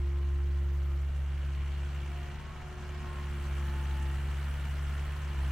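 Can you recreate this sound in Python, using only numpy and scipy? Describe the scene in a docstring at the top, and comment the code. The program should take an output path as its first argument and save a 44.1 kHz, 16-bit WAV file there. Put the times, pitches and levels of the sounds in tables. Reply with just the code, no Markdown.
"""Small diesel digger beside a brick wall

The exhaust of a four-cylinder engine hums at the firing rate; a geared hydraulic pump whines in step.
Bursts of noise at each stroke make the block's knock and the injectors' rattle, looped noise the gears.
Knock, rattle and oil hiss grow as the cab swings its engine side round; the load eases briefly.
Fainter: narrow treble hisses, one of them falling, and a few ticks of loose steel."""
import sys
import numpy as np
from scipy import signal
from scipy.io import wavfile

SR = 44100
rng = np.random.default_rng(int(sys.argv[2]) if len(sys.argv) > 2 else 0)


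def nominal_scale(level):
    """Amplitude ratio for a level in decibels (scalar or array-like)."""
    x = np.asarray(level, float) / 20
    return 10 ** x


def wav_record(signal):
    """Record a signal, one row per channel, as 16-bit PCM in the file named by sys.argv[1]."""
    frames = np.transpose(np.atleast_2d(signal))
    bounded = np.clip(frames, -1, 1)
    # unit amplitude maps onto the largest positive 16-bit level
    quanta = np.round(bounded * 32767).astype(np.int16)
    wavfile.write(sys.argv[1], SR, quanta)


N = 242991


def rms_one(x):
    """Scale to unit rms."""
    return x / np.sqrt(np.mean(x ** 2) + 1e-20)


def in_time(rows):
    """Columns of a curve table, one value per sample."""
    s, *columns = np.transpose(rows)
    return [np.interp(np.arange(N) / SR, s, c) for c in columns]


def at_hz(points, hz):
    """Read a spectrum on a log-frequency axis."""
    table_hz, value = np.transpose(points)
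    return np.interp(np.log(hz), np.log(table_hz), value)


def bandpass(x, low_hz, high_hz):
    """Second-order Butterworth band filter."""
    return signal.sosfilt(signal.butter(2, [low_hz, high_hz], "band", fs=SR, output="sos"), x)


def lowpass(x, order, top_hz):
    """Butterworth low-pass."""
    return signal.sosfilt(signal.butter(order, top_hz, fs=SR, output="sos"), x)


def lift(x, peaks):
    """Resonances raise or lower narrow bands, one after another."""
    for hz, width_hz, lift_db in peaks:
        x = x + (nominal_scale(lift_db) - 1) * signal.lfilter(*signal.iirpeak(hz, hz / width_hz, fs=SR), x)
    return x


def drift(corner_hz):
    """Slow chance, rms 1: noise at every 40th sample through a double one-pole low-pass."""
    pole = np.exp(-2 * np.pi * corner_hz * 40 / SR)
    noise = rng.standard_normal(N // 40 + 2002)
    slow = signal.lfilter([1], [1, -2 * pole, pole ** 2], noise)[2000:]     # settled part
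    return np.interp(np.arange(N) / 40, np.arange(len(slow)), rms_one(slow))


# how hard each cylinder knocks: level [dB]
CYLINDER_DB = [1.6, 0.4, -0.8, -1.2]


def throb(firings, steady_power):
    """Each firing gives a quick, dying burst over a steady part; cylinders and strokes differ."""
    early = firings + 0.11      # bursts lead by this share of a firing
    stroke = np.floor(early).astype(int)
    chance_db = 1.1 * rng.standard_normal(stroke[-1] + 2)[stroke]
    strength_db = np.array(CYLINDER_DB)[stroke % 4] + chance_db
    burst = np.sin(np.pi * (early % 1) ** 0.48) ** 2
    return np.sqrt(steady_power + nominal_scale(2 * strength_db) * burst)


# stereo correlation: (frequency [Hz], left-right likeness [0 to 1])
LIKENESS = [(30, 0.79), (130, 0.98), (290, 0.87), (560, 0.59), (1050, 0.45), (1350, 1), (2200, 0.79),
            (4500, 0.33), (8000, 0.49), (15000, 0.31)]
# stereo balance: (frequency [Hz], left minus right [dB])
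BALANCE_DB = [(150, 0), (700, 1.5), (1300, 0), (4000, -1), (15000, -1.2)]
# wall's delay of the left: (frequency [Hz], lag [us])
WALL_LAG_US = [(350, 1), (600, 110), (1000, 150), (1300, 1)]


def banded_noise(spectrum, patchy_db, firings=None, steady_power=None):
    """Third-octave stereo noise, rms 1: each band has its level, flicker, throb, likeness and balance."""
    low_end, high_end = spectrum[0][0], spectrum[-1][0]
    edges = low_end * 2 ** np.arange(0, np.log2(high_end / low_end) + 1 / 3, 1 / 3)
    together = drift(54)
    white = rng.standard_normal((2, 2, N + SR // 4))
    out = 0
    for k, (low, high) in enumerate(zip(edges, edges[1:])):
        mid, side = bandpass(white[k % 2], low, high)[:, -N:]
        hz = np.sqrt(low * high)
        flicker_db = patchy_db * (0.17 * together + drift(36))
        gain = nominal_scale(at_hz(spectrum, hz) + flicker_db)
        if steady_power:
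            gain = gain * throb(firings, steady_power)
        alike = np.clip(at_hz(LIKENESS, hz), 0, 1)
        pair = np.sqrt(1 + alike) * mid + np.sqrt(1 - alike) * side * [[1], [-1]]
        pair[0] = np.roll(pair[0], round(at_hz(WALL_LAG_US, hz) * SR / 1e6))
        half_db = at_hz(BALANCE_DB, hz) / 2
        out = out + gain * pair * nominal_scale(np.array([[half_db], [-half_db]]))
    return rms_one(out)


# engine speed and load: (time [s], firing rate [1/s], exhaust hum level [dB])
ENGINE = [(0, 69.9, -30), (.6, 70.0, -29.5), (1.0, 69.5, -31), (1.6, 70.1, -33), (2.0, 70.2, -35),
          (2.3, 71.0, -39), (2.4, 73.1, -43), (2.5, 73.5, -45.5), (2.65, 72.7, -45), (2.8, 72.5, -42),
          (3.2, 71.2, -37), (3.55, 70.0, -33), (3.85, 69.8, -32.5), (4.05, 69.2, -31.5), (4.2, 70.0, -33),
          (4.6, 70.5, -34), (5.0, 70.5, -33.5), (5.2, 72.4, -35.5), (5.3, 70.8, -35), (5.4, 68.3, -31.5),
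          (5.51, 67.7, -30)]
# block's knock, growing as the engine side swings round: (time [s], level [dB])
KNOCK_LEVEL = [(0, -58.5), (1.05, -58), (1.85, -54), (2.3, -53.5), (2.55, -54.5), (3.0, -52.5), (3.6, -51),
               (4.15, -51.5), (5.3, -51), (5.51, -50)]


def engine():
    """The crank counts firings; hum level tells the load, knock level the swing of the cab."""
    per_s, hum_db = in_time(ENGINE)
    knock_db, = in_time(KNOCK_LEVEL)
    return np.cumsum(per_s) / SR, hum_db, knock_db


def follow(layer, hum_db, knock_db):
    """A layer's level [dB] rises with the swing of the engine side and falls as the load eases."""
    base_db, db_per_knock_db, db_per_hum_db = layer
    turned_away_db, full_load_db = -58, -30     # reference knock and hum
    swing_db, eased_db = knock_db - turned_away_db, full_load_db - hum_db
    return base_db + db_per_knock_db * swing_db - db_per_hum_db * eased_db


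# second harmonic: (level turned away at full load [dB], gain per knock [dB/dB], loss per hum drop [dB/dB])
SECOND_HARMONIC = (-46.5, 0.52, 0.41)
# third harmonic: (time [s], level [dB])
GROWL_LEVEL = [(0, -87), (1.0, -80), (1.9, -62), (2.4, -66), (2.85, -63.5), (3.05, -54), (3.5, -55.5),
               (4.1, -55.5), (4.5, -57.5), (5.51, -67)]
# slow phase shift of the hum's overtones: (time [s], phase [rad])
OVERTONE_SHIFT = [(.4, -.15), (1.35, .8), (1.95, 1.9), (3.4, 1.5), (4.0, 1.4), (4.8, 1.7)]
# factor of that shift for harmonics 1 to 4: factor [1]
SHIFT_FACTOR = [0, 1, -.5, -1.2]


def exhaust(firings, hum_db, knock_db):
    """The silencer passes only the lowest harmonics, wavering with uneven combustion; the overtones
    shift in phase against the hum."""
    second_db = follow(SECOND_HARMONIC, hum_db, knock_db)
    (third_db,), (shift_rad,) = in_time(GROWL_LEVEL), in_time(OVERTONE_SHIFT)
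    levels_db, wavers_db = [hum_db, second_db, third_db, hum_db - 38.5], [0.04, 0.16, 1.5, 1.8]
    out = 0
    for k, level_db, waver_db, factor in zip([1, 2, 3, 4], levels_db, wavers_db, SHIFT_FACTOR):
        phase = k * (2 * np.pi * firings - np.pi / 2) + factor * shift_rad
        if k > 2:
            phase = phase + 0.55 * drift(7.7)
        out = out + nominal_scale(level_db + waver_db * drift(22)) * np.cos(phase)
    air_sway = nominal_scale(0.14 * drift(1.1) * [[1], [-1]])
    return np.sqrt(2) * out * air_sway


# pump tone, rising and fading: (time [s], level [dB])
PUMP_LEVEL = [(0, -50), (.95, -55), (1.24, -70.5), (1.32, -59), (1.75, -60), (2.31, -55), (2.38, -63),
              (2.6, -61.5), (2.75, -53.5), (4.05, -54.5), (4.41, -59), (4.54, -76), (4.65, -64),
              (4.95, -61), (5.26, -60), (5.33, -53.5), (5.51, -57)]
# overtones swelling with a lever move:
# (middle [s], half length to 1/e [s], multiple of firing rate [1], level at middle [dB])
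WHINES = [(0.202, 0.4, 15.0, -65.5), (0.92, 0.093, 17.5, -66), (2.217, 0.13, 10.0, -59.5),
          (2.5, 0.12, 15.0, -58.5), (2.598, 0.13, 17.5, -63), (2.72, 0.19, 10.0, -56.5),
          (3.037, 0.092, 10.0, -57), (3.128, 0.17, 15.0, -58), (3.904, 0.34, 12.5, -60.5),
          (4.548, 0.99, 25.0, -64), (5.304, 0.26, 15.0, -64.5)]


def pump(firings):
    """Pistons geared to the crank, five pulses a firing, sing a tone in step with the engine, its level
    changing; overtones swell and fade."""
    t = np.arange(N) / SR
    tone_db = in_time(PUMP_LEVEL)[0] + 0.57 * drift(6.7)
    tone = nominal_scale(tone_db) * np.exp(2j * np.pi * 5 * firings)
    whine = 0
    blur_rad, flicker_db = 0.35, 2.0    # rms
    for middle_s, half_s, multiple, level_db in WHINES:
        swell = np.exp(-np.abs((t - middle_s) / half_s) ** 3)
        phase = 2 * np.pi * multiple * firings + blur_rad * drift(14)
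        whine = whine + nominal_scale(level_db + flicker_db * drift(7)) * swell * np.exp(1j * phase)
    # the wall's reflection shifts the phase between the two microphones
    pair = [tone * np.exp(side * 0.15j) + whine * np.exp(side * 0.4j) for side in (1, -1)]
    return np.sqrt(2) * np.real(pair)


# rumble spectrum: (frequency [Hz], relative density [dB per Hz])
RUMBLE = [(10, -3), (35, 1.5), (55, 3), (80, -2), (95, -9), (120, -6.5), (170, -19), (260, -23),
          (500, -20.5), (800, -25), (1300, -38.5)]


def rumble():
    """Low noise at a constant level, barely flickering."""
    return nominal_scale(-47) * banded_noise(RUMBLE, patchy_db=0.5)


# shudder spectrum: (frequency [Hz], relative density [dB per Hz])
SHUDDER = [(90, -2), (150, -3), (210, -4), (270, -13.5), (400, -14.5), (700, -22.5), (1000, -18)]
# body shudder: (level turned away at full load [dB], gain per knock [dB/dB], loss per hum drop [dB/dB])
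BODY_SHUDDER = (-56, 0.67, 0.038)


def shudder(hum_db, knock_db):
    """The body shakes as low noise that follows swing and load."""
    return nominal_scale(follow(BODY_SHUDDER, hum_db, knock_db)) * banded_noise(SHUDDER, patchy_db=-1.0)


# knock and gear spectrum: (frequency [Hz], relative density [dB per Hz])
KNOCK = [(400, -15.5), (700, 1.5), (900, 4), (1300, 4), (1800, 1), (2100, 0), (2900, -14.5), (3600, -22)]


def knock(firings, knock_db):
    """Combustion strikes the block: noise bursts at every firing."""
    return nominal_scale(knock_db) * banded_noise(KNOCK, patchy_db=-0.17, firings=firings, steady_power=0.99)


def contacts(firings, spectrum, renew_hz):
    """Gears and valves meet alike on every crank turn: looped noise whose pattern slowly renews; rms 1."""
    place = (firings / 2 % 1 * 1260).astype(int)    # two firings a turn
    loops = rng.standard_normal((3, 1260))[:, place]
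    edges = np.geomspace(spectrum[0][0], spectrum[-1][0], num=12)
    out = 0
    for low, high in zip(edges, edges[1:]):
        rung = bandpass(loops, low, high)
        shares = np.array([drift(renew_hz) for _ in rung])
        shares /= np.sqrt(np.sum(shares ** 2, axis=0) + 1e-3)   # the mix changes, the level stays
        out = out + nominal_scale(at_hz(spectrum, np.sqrt(low * high))) * np.sum(shares * rung, axis=0)
    return rms_one(out)


def gears(firings, knock_db):
    """Gear contacts throb with the firings, 3 dB under the knock."""
    pulse = rms_one(throb(firings, steady_power=1.5))
    return nominal_scale(knock_db - 3) * contacts(firings, KNOCK, renew_hz=1.26) * pulse


# rattle spectrum: (frequency [Hz], relative density [dB per Hz])
RATTLE = [(1900, -1.5), (2300, -0.5), (2900, -2.5), (3250, -0.5), (3600, -6.5)]
# injectors' rattle: (time [s], level before the cowling [dB])
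RATTLE_LEVEL = [(0, -68), (.8, -70), (1.2, -65), (1.75, -60.5), (2.25, -61), (2.55, -68.5), (3.0, -64.5),
                (3.45, -60.5), (5.05, -61), (5.51, -60.5)]


def rattle(firings):
    """Injectors rattle in sharp bursts; the cowling stops the sound above 3410 Hz."""
    noise = banded_noise(RATTLE, patchy_db=0.1, firings=firings, steady_power=0.2)
    return lowpass(nominal_scale(in_time(RATTLE_LEVEL)[0]) * noise, 6, 3410)


# cover panel resonances: (frequency [Hz], width [Hz], lift [dB])
PANELS = [(800, 70, -4), (950, 60, -5.5), (1170, 60, -5), (2000, 90, -2), (2350, 120, 2), (2500, 90, -4),
          (2850, 250, 2.5), (3250, 100, 4), (3400, 150, -3)]


def cover(x):
    """The engine cover's panels ring at some pitches and shut others in."""
    return lift(x, PANELS)


# clatter spectrum: (frequency [Hz], relative density [dB per Hz])
CLATTER = [(2800, 5), (3600, 1.5), (4500, -3), (6500, -5.5), (8500, -24.5), (11000, -32)]
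# valve clatter: (level turned away at full load [dB], gain per knock [dB/dB], loss per hum drop [dB/dB])
VALVE_CLATTER = (-66.5, 0.83, 0.042)


def clatter(firings, hum_db, knock_db):
    """Valves clatter as throbbing noise that follows swing and load."""
    noise = banded_noise(CLATTER, patchy_db=2.0, firings=firings, steady_power=2.6)
    return nominal_scale(follow(VALVE_CLATTER, hum_db, knock_db)) * noise


# hiss spectrum: (frequency [Hz], relative density [dB per Hz])
HISS = [(7000, -1.5), (9500, -4.5), (12500, -7), (16000, -3.5)]
# oil hiss: (time [s], level [dB])
HISS_LEVEL = [(0, -74.5), (.6, -75.5), (2.2, -71), (2.5, -76.5), (3.5, -66.5), (4.9, -66.5), (5.35, -68.5),
              (5.51, -64.5)]


def oil_hiss(firings):
    """Oil hisses as treble noise, throbbing with the firings."""
    noise = banded_noise(HISS, patchy_db=1.75, firings=firings, steady_power=1.7)
    return nominal_scale(in_time(HISS_LEVEL)[0]) * noise


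# narrow hiss while the engine side is hidden: (time [s], level [dB])
EARLY_HISS = [(0, -85), (1.3, -87), (1.8, -105)]
# its band: (low edge [Hz], high edge [Hz])
EARLY_HISS_HZ = (12600, 13500)


def early_hiss():
    """A narrow band of flickering noise high in the treble."""
    noise = bandpass(rng.standard_normal((2, N)), *EARLY_HISS_HZ)
    return nominal_scale(in_time(EARLY_HISS)[0] + 2.5 * drift(13)) * rms_one(noise)


# faint falling hiss: (time [s], centre [Hz], level [dB])
VALVE = [(.3, 15700, -92), (.45, 15500, -78), (.58, 15400, -80), (.72, 15100, -74), (.84, 14000, -75),
         (.97, 13100, -80), (1.15, 12900, -95)]


def valve():
    """Narrow noise, 600 Hz to either side, rides on a falling pitch."""
    hz, level_db = in_time(VALVE)
    spread = lowpass(rng.standard_normal((2, N)), 2, 600)
    carrier = np.cos(2 * np.pi * np.cumsum(hz) / SR)
    return nominal_scale(level_db + 1.5 * drift(20)) * rms_one(spread * carrier)


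# small metal ticks: (time [s], level before the band filter [dB])
TICKS = [(1.16, -63), (2.49, -65), (5.185, -68)]


def ticks():
    """Faint, soft-edged clacks of loose steel: noise swelling for 4 ms, then dying."""
    out, t = np.zeros((2, N)), np.arange(2000) / SR
    shape = t / 0.004 * np.exp(1 - t / 0.004)
    for s, level_db in TICKS:
        at = round(s * SR)
        out[:, at:at + len(t)] += nominal_scale(level_db) * rng.standard_normal((2, len(t))) * shape
    return bandpass(out + 1e-18, 4500, 9500)


def scene():
    """Tones and noises of the machine, the periodic ones timed by one count of firings."""
    firings, hum_db, knock_db = engine()
    tones = exhaust(firings, hum_db, knock_db) + pump(firings)
    low_noise = rumble() + shudder(hum_db, knock_db)
    covered = cover(knock(firings, knock_db) + gears(firings, knock_db) + rattle(firings))
    treble = clatter(firings, hum_db, knock_db) + oil_hiss(firings) + early_hiss() + valve()
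    return tones + low_noise + covered + treble + ticks()


def top_cut(x):
    """Nothing passes above the cut-off."""
    return signal.sosfilt(signal.butter(12, 15750, fs=SR, output="sos"), x)


# microphone housing resonances: (frequency [Hz], width [Hz], lift [dB])
HOUSING = [(2820, 400, 4), (4350, 500, 2.5), (6000, 700, 3.5), (7700, 400, 7), (9350, 550, 7),
           (10800, 600, 3.5), (12350, 650, 6)]


def record(dry):
    """The machine stands slightly right, so the left port hears late; the housing lifts treble bands."""
    left_lag_us = 11
    lag = left_lag_us * SR / 1e6
    a = (1 - lag) / (1 + lag)   # an allpass delays by part of a sample
    ports = np.array([signal.lfilter([a, 1], [1, a], dry[0]), dry[1]])
    mix = lift(ports, HOUSING)
    return top_cut(mix)


dry = scene()
out = record(dry)
wav_record(out)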